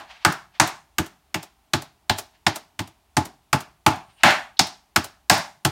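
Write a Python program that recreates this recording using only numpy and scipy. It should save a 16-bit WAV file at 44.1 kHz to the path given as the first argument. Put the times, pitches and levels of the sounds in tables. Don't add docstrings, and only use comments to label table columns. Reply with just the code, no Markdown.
import sys
import numpy as np
from scipy import signal
from scipy.fft import rfft, irfft
from scipy.io import wavfile
from scipy.ndimage import uniform_filter1d

SR = 44100
rng = np.random.default_rng(int(sys.argv[2]) if len(sys.argv) > 2 else 0)


def generate_wav(signal):
    frames = np.transpose(np.atleast_2d(signal))
    scaled = np.clip(frames, -1, 1) * 32767
    pcm = np.round(scaled).astype(np.int16)
    wavfile.write(sys.argv[1], SR, pcm)


N = 251987
LEAD = SR // 4
SPAN = N + LEAD
TIME = (np.arange(SPAN) - LEAD) / SR
THIRDS = 250 * 2 ** (np.arange(19) / 3)

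# (time [s], slap level [dB], slap tilt [dB per octave],
# air pocket frequency [Hz], air pocket boost [dB], thump level [dB],
# time the head rests on the meat [s], lift-off crackle level [dB])
MALLET_BLOWS = [(-.11, 4, -3.5, 1020, -3, -1.5, 0.096, -28.5), (.248, 4.5, 0, 1100, 7, 2, 0.076, -20),
                (0.5976, 7.5, -2.5, 7000, 7, 3.5, 0.076, -17.5),
                (0.9818, -10.5, 4, 1600, 7.5, -2, 0.081, -30.5),
                (1.342, -10.5, .5, 2030, 1, -9.5, .089, -26), (1.7331, -6, 0, 3510, 5.5, -1.5, 0.088, -26),
                (2.0947, -6, 0, 3400, 6, -2, .092, -14.5), (2.4646, -4, -2, 4340, 7, -2.5, 0.095, -17.5),
                (2.7902, -16, 0.5, 3225, 4.5, -8, 0.086, -35),
                (3.1665, -8.5, -0.75, 6800, 8.5, 2.5, .089, -24), (3.5281, -4, 0, 1900, 2, 0.5, .079, -25),
                (3.8623, 2.5, -0.7, 900, 7, 5.5, .098, -36.5),
                (4.233, 19, -1.67, 2374, 7.5, 8.5, 0.073, -19),
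                (4.5913, -0.5, -0.5, 4900, 12, -3.5, 0.08, -26.5),
                (4.9593, -2.5, 1.5, 1184, 4.5, -0.5, .085, -20), (5.297, 14, -.5, 5000, 4, 6, .082, -19.5),
                (5.6481, -5.5, 2.5, 747, 4.5, 1.5, .08, -30.5)]


def from_db(db):
    return 10 ** (np.asarray(db) / 20)


def unit(x):
    return x / np.sqrt(np.sum(x ** 2, axis=-1, keepdims=True) + 1e-20)


def at_hz(points, hz):
    points = np.array(points)
    return np.interp(np.log(hz), np.log(points[:, 0]), points[:, 1])


def third(x, hz):
    half = 2 ** (1 / 6)
    sos = signal.butter(2, [hz / half, hz * half], "band", fs=SR, output="sos")
    return signal.sosfilt(sos, x + 1e-18)


def place(times, sounds):
    out = np.zeros(SPAN + SR)
    for s, sound in zip(times, sounds):
        start = max(round(s * SR) + LEAD, 0)
        out[start:start + len(sound)] += sound
    return out[:SPAN]


def steady_noise(colour):
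    hz = np.maximum(np.fft.rfftfreq(SPAN, 1 / SR), 1)
    spectrum = rfft(rng.standard_normal(SPAN)) * from_db(at_hz(colour, hz))
    return np.sqrt(SPAN) * unit(irfft(spectrum, SPAN))


def ring(force, hz, t60):
    r = from_db(-60 / (t60 * SR))
    w = 2 * np.pi * hz / SR
    return signal.lfilter([0, np.sin(w)], [1, -2 * r * np.cos(w), r * r], force + 1e-18)


def room_tone(level_db=-63):
    # (frequency [Hz], relative level [dB per Hz])
    hush_colour = [(30, 5.5), (60, 16), (110, -2.5), (320, -2), (500, -2.5), (780, 0.5), (1600, -10.5),
                   (3000, -11), (6000, -16.5), (10000, -17.5), (15500, -20)]
    return from_db(level_db) * steady_noise(hush_colour)


def rustles(swell_s=0.015, fade_s=0.031):
    # (frequency [Hz], relative level [dB per Hz])
    rustle_colour = [(290, -47.5), (500, -4.5), (739, 3), (1440, -2.5), (1640, 0), (2820, 0), (4460, -5.5),
                     (6780, -17), (14000, -39.5)]
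    # (time of the peak [s], level [dB])
    rustle_peaks = [(0.109, -42), (.165, -53), (.225, -50.5), (0.556, -50.5), (2.349, -59.5), (4.101, -57),
                    (4.21, -49.5)]
    envelope = 0
    for s, db in rustle_peaks:
        time_constant = np.where(TIME < s, swell_s, fade_s)
        envelope = envelope + from_db(db) * np.exp(-np.abs(TIME - s) / time_constant)
    return envelope * steady_noise(rustle_colour)


def kitchen(x, near_db=-5.5, near_t60=.085, build_s=0.0009):
    # (frequency [Hz], T60 [s])
    tail_t60 = [(100, 0.81), (300, 0.25), (800, .32), (2000, 0.3), (5000, 0.29), (13000, 0.37)]
    # (frequency [Hz], level [dB])
    tail_level = [(100, -29), (400, -8), (850, -9), (2000, -10), (5000, -8.5), (8000, -16.5),
                  (13000, -20.5)]

    def store(power, seconds):
        r = np.exp(-1 / (seconds * SR))
        return signal.lfilter([1 - r], [1, -r], power)

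    white = rng.standard_normal((2, SPAN))
    bands = np.concatenate([THIRDS[2:6] / 4, THIRDS])
    out = 0
    for k, hz in enumerate(bands):
        power = third(x, hz) ** 2
        cupboards = store(power, near_t60 / np.log(1e6)) * from_db(near_db) ** 2
        tail = store(power, at_hz(tail_t60, hz) / np.log(1e6)) * from_db(at_hz(tail_level, hz)) ** 2
        envelope = np.sqrt(SPAN * store(cupboards + tail, build_s))
        out = out + envelope * unit(third(white[k % 2], hz))
    return out


def squeaks():
    # (time of the peak [s], time from peak to 1/e [s], frequency [Hz], level [dB])
    film_squeaks = [(4.15, 0.086, 8980, -69.5), (4.205, .028, 2900, -57), (4.572, .002, 3800, -37.5)]
    out = 0
    for s, length, hz, db in film_squeaks:
        resonance = ring(rng.standard_normal(SPAN), hz, length / 4)
        singing = unit(third(resonance, hz)) * np.sqrt(SPAN)
        out = out + from_db(db) * np.exp(-((TIME - s) / length) ** 2) * singing
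    return out


def spatter(spatter_db=-5.0, ticks_per_s=480.0, fade_s=0.02, wait_s=0.004):
    s, level_db, *_ = np.array(MALLET_BLOWS).T
    t = np.arange(SR // 8) / SR
    fade = np.exp(-t / fade_s)
    shape = (len(s), len(t))
    strikes = rng.random(shape) < ticks_per_s * fade / SR
    ticks = rng.standard_normal(shape) * strikes * np.sqrt(fade)
    ticks = place(s + wait_s, ticks * from_db(level_db + spatter_db)[:, None])
    return signal.sosfilt(signal.butter(1, [3000, 8000], "band", fs=SR, output="sos"), ticks)


def lifts(peel_s=0.0093, peel_db=-17.5, tear_s=.002, snap_s=0.0046, ticks_per_s=2500.0, settle_db=-27.5):
    # (frequency [Hz], level [dB per third octave])
    crackle_colour = [(250, -34), (600, -19), (1000, -23), (2000, -27.5), (4000, -23), (8000, -20),
                      (12000, -23), (16000, -23.5)]
    blow_s, *_, thump_db, rest_s, level_db = np.array(MALLET_BLOWS).T
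    s = blow_s + rest_s
    t = np.arange(-SR // 30, SR // 20) / SR
    peel = from_db(peel_db) * np.exp(-np.abs(t) / peel_s)
    snap = np.exp(-np.abs(t) / np.where(t < 0, tear_s, snap_s))
    shape = (len(s), len(t))
    strikes = rng.random(shape) < ticks_per_s / SR
    ticks = (peel + snap) * rng.standard_normal(shape) * strikes
    crackle = 0
    for k, hz in enumerate(THIRDS):
        crackle = crackle + (-1) ** k * from_db(at_hz(crackle_colour, hz)) * unit(third(ticks, hz))
    crackle = crackle * from_db(level_db)[:, None] * np.sqrt(snap_s * SR)
    settling = board(s, thump_db + settle_db, contact_s=.0001)
    return place(s + t[0], crackle) + settling


def board(times, level_db, contact_s, hardness_db=0, spread_db=4.0):
    # (mode frequency [Hz], level [dB])
    board_modes = [(82, -21.5), (100, -19.5), (142, -21.5), (180, -20), (232, -31), (270, -27.5),
                   (315, -21.5), (380, -35), (470, -33), (615, -31.5), (745, -30), (860, -21.5), (935, -26),
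                   (1067, -37), (1205, -32.5), (1322, -29.5)]
    board_t60, towel_t60 = .11, .09
    t = np.arange(SR // 50) / SR
    push = t * np.exp(-t / contact_s)
    push /= push.sum()
    spots_db = spread_db * rng.standard_normal((len(board_modes), len(times)))
    out = 0
    for k, (hz, db) in enumerate(board_modes):
        tilt_db = hardness_db * np.log2(min(hz, 400) / 130)
        strengths = from_db(level_db + db + spots_db[k] + tilt_db)
        t60 = towel_t60 if k < 3 else board_t60
        out = out + (-1) ** k * ring(place(times, strengths[:, None] * push), hz, t60)
    return out


def thumps(touch_s=.001, touch_db=-5.0, sink_s=.009, sink_db=2.0):
    s, *_, thump_db, _, _ = np.array(MALLET_BLOWS).T
    hardness_db = 1.96 + 0.2 * thump_db
    touch = board(s + touch_s, thump_db + touch_db, contact_s=.00005, hardness_db=hardness_db)
    sink = board(s + sink_s, thump_db + sink_db, contact_s=.00022, hardness_db=hardness_db)
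    return touch + sink


def slaps(rise_s=0.0013, squeeze_s=0.0062, pocket_octaves=0.69):
    # (frequency [Hz], level [dB per third octave])
    slap_colour = [(250, -32), (450, -40), (700, -14.5), (880, -17), (1120, -19.5), (1450, -14.5),
                   (2400, -18.5), (4000, -20.5), (6300, -21.5), (8000, -21.5), (10200, -32.5), (13000, -26),
                   (16000, -85)]
    s, level_db, tilt_db, pocket_hz, pocket_db, *_ = np.array(MALLET_BLOWS).T
    t = np.arange(SR // 20) / SR
    squeeze = (1 - np.exp(-(t / rise_s) ** 2)) * np.exp(-(t / squeeze_s) ** 4)
    bursts = rng.standard_normal((len(s), 2, len(t))) * squeeze
    out = 0
    for k, hz in enumerate(THIRDS):
        pocket = pocket_db * np.exp(-(np.log2(hz / pocket_hz) / pocket_octaves) ** 2)
        tilt = tilt_db * np.log2(max(hz, 700) / 2500)
        gain = from_db(level_db + at_hz(slap_colour, hz) + tilt + pocket)
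        out = out + gain[:, None] * unit(third(bursts[:, k % 2], hz))
    return place(s, out * np.sqrt(squeeze_s * SR))


def scene(board_room_db=-3.0):
    film = slaps() + spatter() + lifts() + squeaks()
    thud = thumps()
    reverberation = kitchen(film + from_db(board_room_db) * thud)
    return (film + thud + reverberation + rustles() + room_tone())[None, LEAD:]


def limiter(x, threshold_db=-6.0, release_s=0.024, attack_s=0.000075):
    power = uniform_filter1d(x ** 2, size=88, axis=-1)
    level_db = 10 * np.log10(np.maximum(power, 1e-12))
    excess_db = np.maximum(level_db - threshold_db, 1e-9)
    recovery = np.arange(N) / SR / release_s
    duck_db = np.exp(np.maximum.accumulate(np.log(excess_db) + recovery, axis=-1) - recovery)
    r = np.exp(-1 / (attack_s * SR))
    return x * from_db(-signal.lfilter([1 - r], [1, -r], duck_db))


def record(dry, bass_cut_hz=42.0, dip_hz=504.0, dip_q=2.8, cutoff_hz=15850):
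    x = signal.sosfilt(signal.butter(2, bass_cut_hz, "high", fs=SR, output="sos"), dry)
    x = signal.lfilter(*signal.iirnotch(dip_hz, dip_q, fs=SR), x)
    x = limiter(x)
    x = x / (1 + (x / .86) ** 6) ** (1 / 6)
    return signal.sosfilt(signal.ellip(10, .1, 80, cutoff_hz, fs=SR, output="sos"), x)


dry = scene()
out = record(dry)
generate_wav(out)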